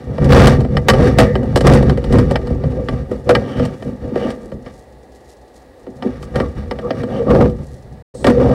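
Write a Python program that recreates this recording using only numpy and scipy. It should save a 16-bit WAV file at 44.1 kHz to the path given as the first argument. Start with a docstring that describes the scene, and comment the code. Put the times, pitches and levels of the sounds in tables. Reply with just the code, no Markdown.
"""Rumbling scrapes and knocks come in strokes: a drain camera is hauled back, and its stiff push cable
rubs through the guide, strikes the reel frame, twangs and squeals. The microphone sits in the control
box on that frame, so rumble, scraping and blows share the same resonances, and hard pulls overload it.
In the pauses a low hum, hiss and faint rustling remain; near the end the sound cuts out for a moment."""
import sys
import numpy as np
from scipy import signal
from scipy.fft import rfft, irfft
from scipy.io import wavfile
from scipy.ndimage import uniform_filter1d

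SR = 44100
rng = np.random.default_rng(int(sys.argv[2]) if len(sys.argv) > 2 else 0)


def store_pcm(level_fs):
    """Save levels as 16-bit WAV."""
    pcm = np.round(np.clip(level_fs, -1, 1) * 32767).astype(np.int16)
    wavfile.write(sys.argv[1], SR, np.atleast_2d(pcm).T)


N = 376602
TIME = np.arange(N) / SR
EVENT_SAMPLES = 16384


def undb(db):
    """Amplitude ratio of a level in decibels."""
    return 10 ** (np.asarray(db) / 20)


def unit(x):
    """Normalise to rms 1."""
    return x / np.sqrt(np.mean(x ** 2))


def crest(x, span_s):
    """Normalise the loudest stretch of span_s to rms 1."""
    return x / np.sqrt(uniform_filter1d(x ** 2, int(span_s * SR)).max())


def steady(x, span_s):
    """Division by the running rms removes slow swells and leaves the fast grain."""
    return x / np.sqrt(uniform_filter1d(x ** 2, int(span_s * SR)) + 1e-12)


def walk(per_s):
    """Slow random modulation of rms 1: held values, smoothed twice."""
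    hold = int(SR / per_s)
    held = rng.standard_normal(4096)[np.arange(N) // hold % 4096]
    return unit(uniform_filter1d(uniform_filter1d(held, hold), hold))


def band(x, lo_hz, hi_hz, order=3):
    """Band-pass filter."""
    return signal.sosfilt(signal.butter(order, [lo_hz, hi_hz], "band", fs=SR, output="sos"), x)


def response(points, modes=(), size=8192):
    """Minimum-phase impulse response of a smooth spectrum with resonance peaks on top."""
    hz = np.maximum(np.fft.rfftfreq(size, 1 / SR), 1)
    points_hz, points_db = np.transpose(points)
    db = np.interp(np.log(hz), np.log(points_hz), points_db)
    for centre, width, lift in modes:
        db = db + lift / (1 + (2 * (hz - centre) / width) ** 2)
    cepstrum = irfft(np.log(undb(db)))
    cepstrum[1:size // 2] *= 2  # folding onto positive time makes the response causal
    cepstrum[size // 2 + 1:] = 0
    return irfft(np.exp(rfft(cepstrum)))


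def ring(force, impulse):
    """A linear resonator convolves the force with its impulse response."""
    return signal.fftconvolve(force, impulse)[:len(force)]


def add(out, start_s, x):
    """Superpose a sound from start_s on."""
    i = int(start_s * SR)
    out[i:i + len(x)] += x[:N - i]


def slips(per_s, spread_db, smooth):
    """Stick-slip friction: random jerks of uneven size over smooth sliding noise."""
    jerks = (rng.random(N) < per_s / SR) * np.sign(rng.standard_normal(N))
    sizes = undb(spread_db * np.minimum(rng.exponential(size=N), np.pi))
    return unit(jerks * sizes) + smooth * rng.standard_normal(N)


def bend(x, travel_s):
    """Dispersion in a stiff rod: high frequencies arrive first; travel_s is the group delay at 200 Hz."""
    hz = np.fft.rfftfreq(len(x), 1 / SR)
    return irfft(rfft(x) * np.exp(-4j * np.pi * travel_s * np.sqrt(200 * hz)))


def contact(noise, chatter_s, chatter):
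    """Impact force: an impulse, then exponentially decaying chatter."""
    force = chatter * noise * np.exp(-np.arange(len(noise)) / SR / chatter_s)
    force[0] += 1
    return force


def background():
    """Broadband air noise coloured by resonances, and a low hum modulated in pitch and level."""
    # Each row: frequency in Hz, spectral density of the air noise in dB.
    air_spectrum = [(25, -34.5), (60, -17), (95, -14), (170, -26), (270, -9), (500, -5), (830, -15),
                    (1020, -22.5), (1500, -29.5), (1900, -29.5), (2250, -31), (3200, -34.5), (4100, -31),
                    (6000, -39), (9000, -39), (13000, -46.5)]
    # Each row: resonance frequency in Hz, width in Hz, lift in dB.
    air_modes = [(261, 18, 6.5), (510, 22, 3.5), (745, 29, 8.5), (858, 79, 5.5), (1160, 93, 6),
                 (1690, 73, 12.5), (1884, 90, 11.5), (1985, 60, 10)]
    air = unit(ring(rng.standard_normal(N), response(air_spectrum, air_modes)))
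    air *= undb(-45 + 0.43 * walk(6.4))
    hum_hz = 60 * (1 + .05 * walk(12))
    hum = np.sqrt(2) * np.sin(2 * np.pi * np.cumsum(hum_hz) / SR)
    return air + hum * undb(-54 + 1.8 * walk(4))


def rustle(decay_s=.012, level_db=-66.5):
    """Sparse slips of the slack cable each release a faint, decaying burst of noise."""
    grain = rng.standard_normal(4096) * np.exp(-np.arange(4096) / SR / decay_s)
    scuffs = ring(slips(per_s=20, spread_db=1, smooth=0), grain)
    return unit(band(scuffs, 3000, 8000, order=2)) * undb(level_db)


def swishes():
    """Light sliding friction hisses in soft swells without exciting the frame."""
    # Each row: centre in seconds, half-length in seconds, level in dB.
    swells = [(3.14, .12, -58.5), (3.836, 0.11, -57), (4.41, 0.12, -62), (4.793, 0.1, -56.5),
              (5.162, 0.037, -57.5), (5.306, 0.043, -53.5), (5.575, 0.063, -58), (5.794, 0.03, -58),
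              (5.972, 0.045, -62), (6.23, 0.025, -50), (7.68, 0.14, -57)]
    envelope = sum(undb(db) * np.exp(-2 * ((TIME - s) / half_s) ** 2) for s, half_s, db in swells)
    hiss = unit(band(slips(per_s=350, spread_db=4, smooth=.4), 3300, 9500, order=2))
    return hiss * envelope * undb(3.5 * walk(45))


def slide(start_s=8.147, end_s=8.27, level_db=-47):
    """Friction noise: a thin hiss as the cable starts to slide again."""
    # Each row: frequency in Hz, level of the hiss in dB.
    hiss_spectrum = [(2500, -22), (3700, -9), (4250, -4), (4700, -8), (7400, -8), (8000, 0), (8650, -1),
                     (9400, -9), (11500, -28)]
    sliding = uniform_filter1d(1. * ((TIME > start_s) & (TIME < end_s)), size=300)
    return unit(ring(rng.standard_normal(N), response(hiss_spectrum))) * sliding * undb(level_db)


def squeals():
    """Stick-slip friction feeds a single resonance, which swells into a rough tone and dies."""
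    # Each row: centre in seconds, half-length in seconds, pitch in Hz, level in dB.
    tones = [(1.25, 0.14, 1880, -32), (1.29, 0.033, 498, -16.5), (2.8, 0.052, 504, -21),
             (3.57, 0.096, 3030, -44), (4.24, 0.037, 2960, -39.5), (6.415, 0.048, 1178, -29),
             (6.855, 0.029, 1180, -33.5), (7.165, 0.042, 2940, -43), (7.225, 0.029, 471, -13.5),
             (7.31, 0.023, 1190, -21.5), (7.42, 0.078, 375, -35), (8.4, 0.031, 489, -9)]
    out = np.zeros(N)
    t = (np.arange(EVENT_SAMPLES) - EVENT_SAMPLES // 2) / SR
    for centre_s, half_s, hz, db in tones:
        tone = band(rng.standard_normal(EVENT_SAMPLES), hz / 1.055, hz * 1.055, order=2)
        envelope = np.exp(-(t / half_s) ** 2)
        add(out, centre_s + t[0], crest(tone * envelope, 0.016) * undb(db))
    return out


def twangs(frame, lead_s=0.00806, echo_s=0.0211, echo_gain=0.56):
    """A flick disperses along the cable into a short falling note, then reflects from the reel."""
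    # Each row: time in seconds, level in dB, strongest pitch in Hz.
    flicks = [(2.623, -27, 169), (2.914, -31.5, 177), (3.592, -20, 161), (3.844, -25.5, 179),
              (3.906, -28.5, 200), (4.025, -27.5, 230), (4.103, -25, 250), (4.23, -18.5, 253),
              (4.515, -45, 190), (5.863, -34.5, 272), (6.035, -21.5, 294), (8.261, -10, 267)]
    out = np.zeros(N)
    wave = bend(np.pad(frame, (0, EVENT_SAMPLES - len(frame))), travel_s=.034)
    wave = wave + echo_gain * np.roll(wave, int(echo_s * SR))
    for s, db, hz in flicks:
        note = band(wave, hz / 1.3, hz * 1.4, order=2)
        add(out, s - lead_s, crest(note, 0.062) * undb(db))
    return out


def knocks(frame, rebound_above_db=-9, rebound_s=0.014, rebound_db=-5):
    """Impacts excite free vibration: a falling thud, a clack of the box, a ring of the hoop, a tick."""
    # Each row: start in seconds, strength in dB, hardness in dB (lifts all but the thud),
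    # edge in dB (lifts the tick alone).
    blows = [(0.181, -18.5, -11.5, -4), (0.244, -33.5, 1, 12), (0.471, -16, 5, 11), (0.606, -24.5, -6.5, 5),
             (0.648, -18, -14, -5), (0.769, -22, 5, -7), (0.885, -7, 5, 1.5), (0.935, -28.5, 7, -6),
             (1.186, 0, -7.5, 6.5), (1.354, -15, -4, -10), (1.431, -23, -13.5, 2), (1.559, -7, -6.5, 7.5),
             (1.608, -17, -2.5, 5), (1.669, -11, 0.5, 7.5), (1.736, -11, -7.5, 15),
             (1.826, -15, -11.5, 2.5), (1.896, -18, -1, -5.5), (1.974, -15, -12, -2),
             (2.041, -22.5, -4.5, 0.5), (2.125, -23, -3, 9), (2.186, -11.5, -7.5, 4.5),
             (2.31, -15, -11.5, 7), (2.357, -20, 3, -8), (2.471, -33.5, 0, 3), (2.504, -21, -23, 8),
             (2.637, -18.5, -12.5, -12), (2.886, -19.5, -1.5, -8), (3.113, -18.5, -20, 5),
             (3.292, 0, -12, 0), (3.351, -23, 10, -8), (3.596, -14.5, -11, -5), (3.652, -29.5, -1, 10),
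             (3.824, -29, -5, -5), (4.157, -14.5, -15, -3), (4.304, -33.5, 1.5, 9), (4.518, -27.5, -11, -5),
             (4.662, -34.5, -4, -7), (5.867, -30, -14.5, -3), (6.024, -27, 0, -12), (6.227, -36, 0.5, 8),
             (6.357, -13.5, -7.5, 0.5), (6.401, -11.5, -9.5, -5), (6.711, -16.5, -5, -9),
             (6.788, -27.5, -3, -8), (6.906, -14.5, -5, -23), (7.033, -16.5, -11.5, -3),
             (7.267, -19, -26, -9), (7.303, -9, -14, -7), (7.347, -12.5, -13.5, -3), (7.406, -7.5, -23, -5),
             (7.497, -34, -6, 5), (8.147, -28, -27, 0), (8.244, -10, -6, 0), (8.268, -10.5, -2.5, 0.5),
             (8.3, -12.5, -13, 4)]
    # Each row: frequency in Hz, broad response of the steel hoop in dB.
    hoop_spectrum = [(1800, -18.5), (2600, -6.5), (3400, 3.5), (5400, -8.5), (6500, -18.5), (9000, -28),
                     (16000, -30.5)]
    # Each row: resonance frequency of the hoop in Hz, width in Hz, lift in dB.
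    hoop_modes = [(2360, 98, 17.5), (3020, 260, 18), (4500, 560, 11), (5244, 320, 16.5), (5890, 410, 5.5)]
    # Each row: frequency in Hz, level of a hard contact in dB.
    tick_spectrum = [(2500, -7), (4400, 4.5), (5400, 4), (6500, -3.5), (8000, 1.5), (9500, -3),
                     (11500, -14.5), (16000, -19.5)]
    hoop, hard_contact = response(hoop_spectrum, hoop_modes), response(tick_spectrum)
    out = np.zeros(N)
    for start_s, db, hardness_db, edge_db in blows:
        noise = rng.standard_normal(EVENT_SAMPLES)
        jolt = ring(contact(noise, chatter_s=0.0056, chatter=0.069), frame)
        thud = bend(band(jolt, 255, 1095, order=2), travel_s=0.00627)
        clack = band(ring(contact(noise, chatter_s=.007, chatter=.3), frame), 700, 2500)
        ping = ring(contact(noise, chatter_s=0.005, chatter=0.3), hoop)
        tick = ring(contact(noise, chatter_s=0.0098, chatter=.4), hard_contact)
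        clack_db = db + hardness_db
        ping_db = clack_db - 13 + 0.41 * hardness_db  # soft blows hardly ring the hoop
        tick_db = clack_db - 20 + edge_db
        parts = (thud, db), (clack, clack_db), (ping, ping_db), (tick, tick_db)
        blow = sum(crest(part, 0.035) * undb(part_db) for part, part_db in parts)
        add(out, start_s, blow)
        if db > rebound_above_db:  # the heaviest blows bounce once
            add(out, start_s + rebound_s, blow * undb(rebound_db))
    return out


def tug(start_s, length_s, attack_s=0.04, release_db_per_s=207.5):
    """Envelope of a tug: a linear rise, and exponential decay once length_s has passed."""
    t = TIME - start_s
    return np.clip(t / attack_s, 0, 1) * undb(-release_db_per_s * np.clip(t - length_s, 0, 1))


def shares(rub_db, rumble_db, grit_db, bright_db, sway_db):
    """Gains of sway, rumble, low rub, high rub and grit; brightness divides the power of the rub."""
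    low = 1 / np.hypot(1, undb(bright_db))
    ratios = undb(rumble_db + sway_db), undb(rumble_db), low, low * undb(bright_db), undb(grit_db)
    return np.array([undb(rub_db) * ratio for ratio in ratios])


def effort():
    """The five friction gains over time: drag and tugs add in power, as incoherent sources do."""
    # Each row: time in seconds, rub in dB, rumble and grit in dB relative to the rub,
    # sway in dB relative to the rumble.
    drag_levels = [(0, -31, 1, -11.5, -7), (0.6, -22.5, 3.5, -18, 2), (1.5, -27, 9.5, -16, -3.5),
                   (2.0, -26.5, 4.5, -14, 5.5), (2.801, -27, 1.5, -19.5, 1), (3.2, -35, 7, -15, 3.5),
                   (3.48, -22.5, -4, -12, -24), (4.0, -36.5, 2.5, -13, 2.5), (4.36, -29.5, -10.5, -16, 4.5),
                   (4.85, -53.5, 3, -19, 4), (5.78, -57.5, 0.5, -3.5, 7), (5.92, -37, -1.5, -24, -6),
                   (6.14, -36, 5, -8.5, -0.5), (6.65, -32.5, -0.5, -16.5, 12), (6.95, -27, 0, -11.5, -11),
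                   (7.52, -31, 5, -21, 4.5), (7.9, -52, 13.5, -11, -1), (8.34, -18.5, -3, -29, 0)]
    # Each row: start in seconds, length in seconds, rub in dB, rumble and grit in dB relative
    # to the rub, brightness in dB (high rub over low rub).
    tugs = [(0.058, 0.036, -24.5, 7.5, -31, -2), (0.186, 0.15, -15, 6, -17.5, -4),
            (0.284, 0.19, -2.5, 3.5, -11, -0.5), (0.527, 0.07, -17, 7.5, -36, -18),
            (0.713, 0.061, -21.5, 10.5, -16, 4), (0.862, 0.18, -13.5, 1, -15, 1.5),
            (0.977, .11, -10.5, -2.5, -13.5, -7), (1.166, 0.055, -8, 2.5, -12, 1),
            (1.362, 0.081, -18, -12, -38, -5), (1.629, 0.12, -3.5, 1, -15, -4),
            (1.773, 0.16, -16.5, 5.5, -21.5, -10), (2.1, 0.1, -8, 3, -20.5, -7.5),
            (2.278, 0.032, -14.5, 2.5, -18.5, 1), (2.49, 0.042, -21, 9.5, -41, -28),
            (2.626, 0.03, -19, 9, -23, -7), (2.895, 0.033, -21, 6.5, -15, -5),
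            (3.086, 0.036, -18, -10, -21.5, -3), (3.253, 0.12, -15, -2.5, -22, 0.5),
            (3.544, 0.096, -19, 2, -12, -6), (3.838, 0.034, -22.5, -1, -34, -2.5),
            (4.007, 0.09, -27.5, 1, -24, 5), (4.129, 0.16, -20, -10, -13.5, 1.5),
            (4.506, 0.066, -30, -0.5, -33, -10), (4.637, 0.035, -35, -1, -5, 1),
            (6.015, 0.056, -19, -19, -18, -6.5), (6.334, .035, -17, 1, -11.5, 8),
            (6.386, 0.037, -19, -4, -22, -6), (6.544, 0.036, -28.5, 8.5, -11, -9),
            (6.818, 0.042, -19.5, -10, -31, 6), (7.057, 0.15, -21.5, -27, -20, 1),
            (7.258, 0.098, -9, -4.5, -27, -1.5), (7.336, .12, -10.5, -1.5, -24.5, -4),
            (8.243, 0.034, -6.5, -8.5, -14, 2), (8.366, 0.2, -11.5, -2, -20.5, -0.5)]
    times, *columns = np.transpose(drag_levels)
    rub_db, rumble_db, grit_db, sway_db = (np.interp(TIME, times, column) for column in columns)
    drag = shares(rub_db, rumble_db, grit_db, bright_db=-4.5, sway_db=sway_db)
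    judder = undb(2.5 * walk(20))  # the drag is never quite even
    tug_gains = np.array([shares(*row[2:], sway_db=-2.5) for row in tugs])
    envelopes = np.array([tug(*row[:2]) for row in tugs])
    return np.sqrt((drag * judder) ** 2 + tug_gains.T ** 2 @ envelopes ** 2)


def hauling(frame, full_grit_db=-12.5):
    """Friction forces the frame to vibrate: the reel rumbles, the cable rubs and grit scrapes."""
    shaking = ring(slips(per_s=300, spread_db=3, smooth=0.48), frame)
    sway = steady(band(shaking, 25, 84.4), span_s=0.13) * undb(-3.0)  # the whole reel moves
    rumble = steady(band(shaking, 82.0, 165.0), span_s=0.076) * undb(-0.5)
    rubbing = ring(slips(per_s=300, spread_db=1.0, smooth=0.51), frame)
    low_rub = steady(band(rubbing, 184.5, 418.5), span_s=0.054)
    high_rub = steady(band(rubbing, 429, 1110), span_s=0.057)  # favoured by quicker sliding
    grinding = ring(slips(per_s=2200, spread_db=2.0, smooth=0.58), frame)
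    scrape = unit(band(grinding, 900, 14000)) * undb(1.8 * walk(60))
    cracking = ring(slips(per_s=220, spread_db=2, smooth=0), frame)
    crunch = unit(band(cracking, 1500, 15000)) * undb(-5.5)
    gains = effort()
    load = (gains[-1] / undb(full_grit_db)) ** .3  # coarse grains crack more softly in a lighter pull
    grit = scrape + load * crunch
    return sum(gain * part for gain, part in zip(gains, (sway, rumble, low_rub, high_rub, grit)))


def scene():
    """Structure-borne sound: hauling, knocks and twangs share the frame's modes; the rest adds on."""
    # Each row: frequency in Hz, broad response of the frame in dB.
    frame_spectrum = [(22, -17), (50, -4.5), (160, -2.5), (300, -1), (560, -5.5), (800, -15), (1050, -24.5),
                      (2300, -28.5), (3500, -38.5), (5600, -32), (6600, -42.5), (9200, -42.5), (12000, -56),
                      (16000, -47.5)]
    # Each row: resonance frequency of reel frame and box in Hz, width in Hz, lift in dB.
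    frame_modes = [(63.4, 8.7, 9.5), (118.9, 39, 10.5), (141.7, 16, 5), (209.9, 18.4, 12), (252.8, 33, 11),
                   (380.1, 17.6, 8.5), (433.6, 10, 2.5), (484.3, 34.6, 14.5), (537.5, 54, 11), (647, 18, 8),
                   (757, 49, 8), (885, 70, 8), (1165.4, 72, 11.5), (1238, 130, 10.5), (1397, 180, 4.5),
                   (1624, 80, 11.5), (1845, 162, 13.5), (2009, 46, 9), (2300, 100, 9), (2650, 88, 2.5),
                   (2904, 170, 9.5), (3380, 48, 9.5), (3670, 510, 10), (4520, 210, 6.5), (4960, 200, -4.5)]
    frame = response(frame_spectrum, frame_modes)
    vibration = hauling(frame) + knocks(frame) + twangs(frame)
    return (vibration + squeals() + swishes() + slide() + rustle() + background())[None]


def record(dry, ceiling=.7, mute_start_s=8.024, mute_end_s=8.141, top_hz=15700):
    """Overload clips the input stage hard; the sound drops out briefly and a low-pass cuts the top."""
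    oversampled = signal.resample_poly(dry, 2, 1, axis=-1)
    clipped = signal.resample_poly(np.clip(oversampled, -ceiling, ceiling), 1, 2, axis=-1)
    live = uniform_filter1d(1. * ((TIME < mute_start_s) | (TIME > mute_end_s)), size=128)
    return signal.sosfilt(signal.ellip(10, .1, 80, top_hz, fs=SR, output="sos"), clipped * live)


dry = scene()
out = record(dry)
store_pcm(out)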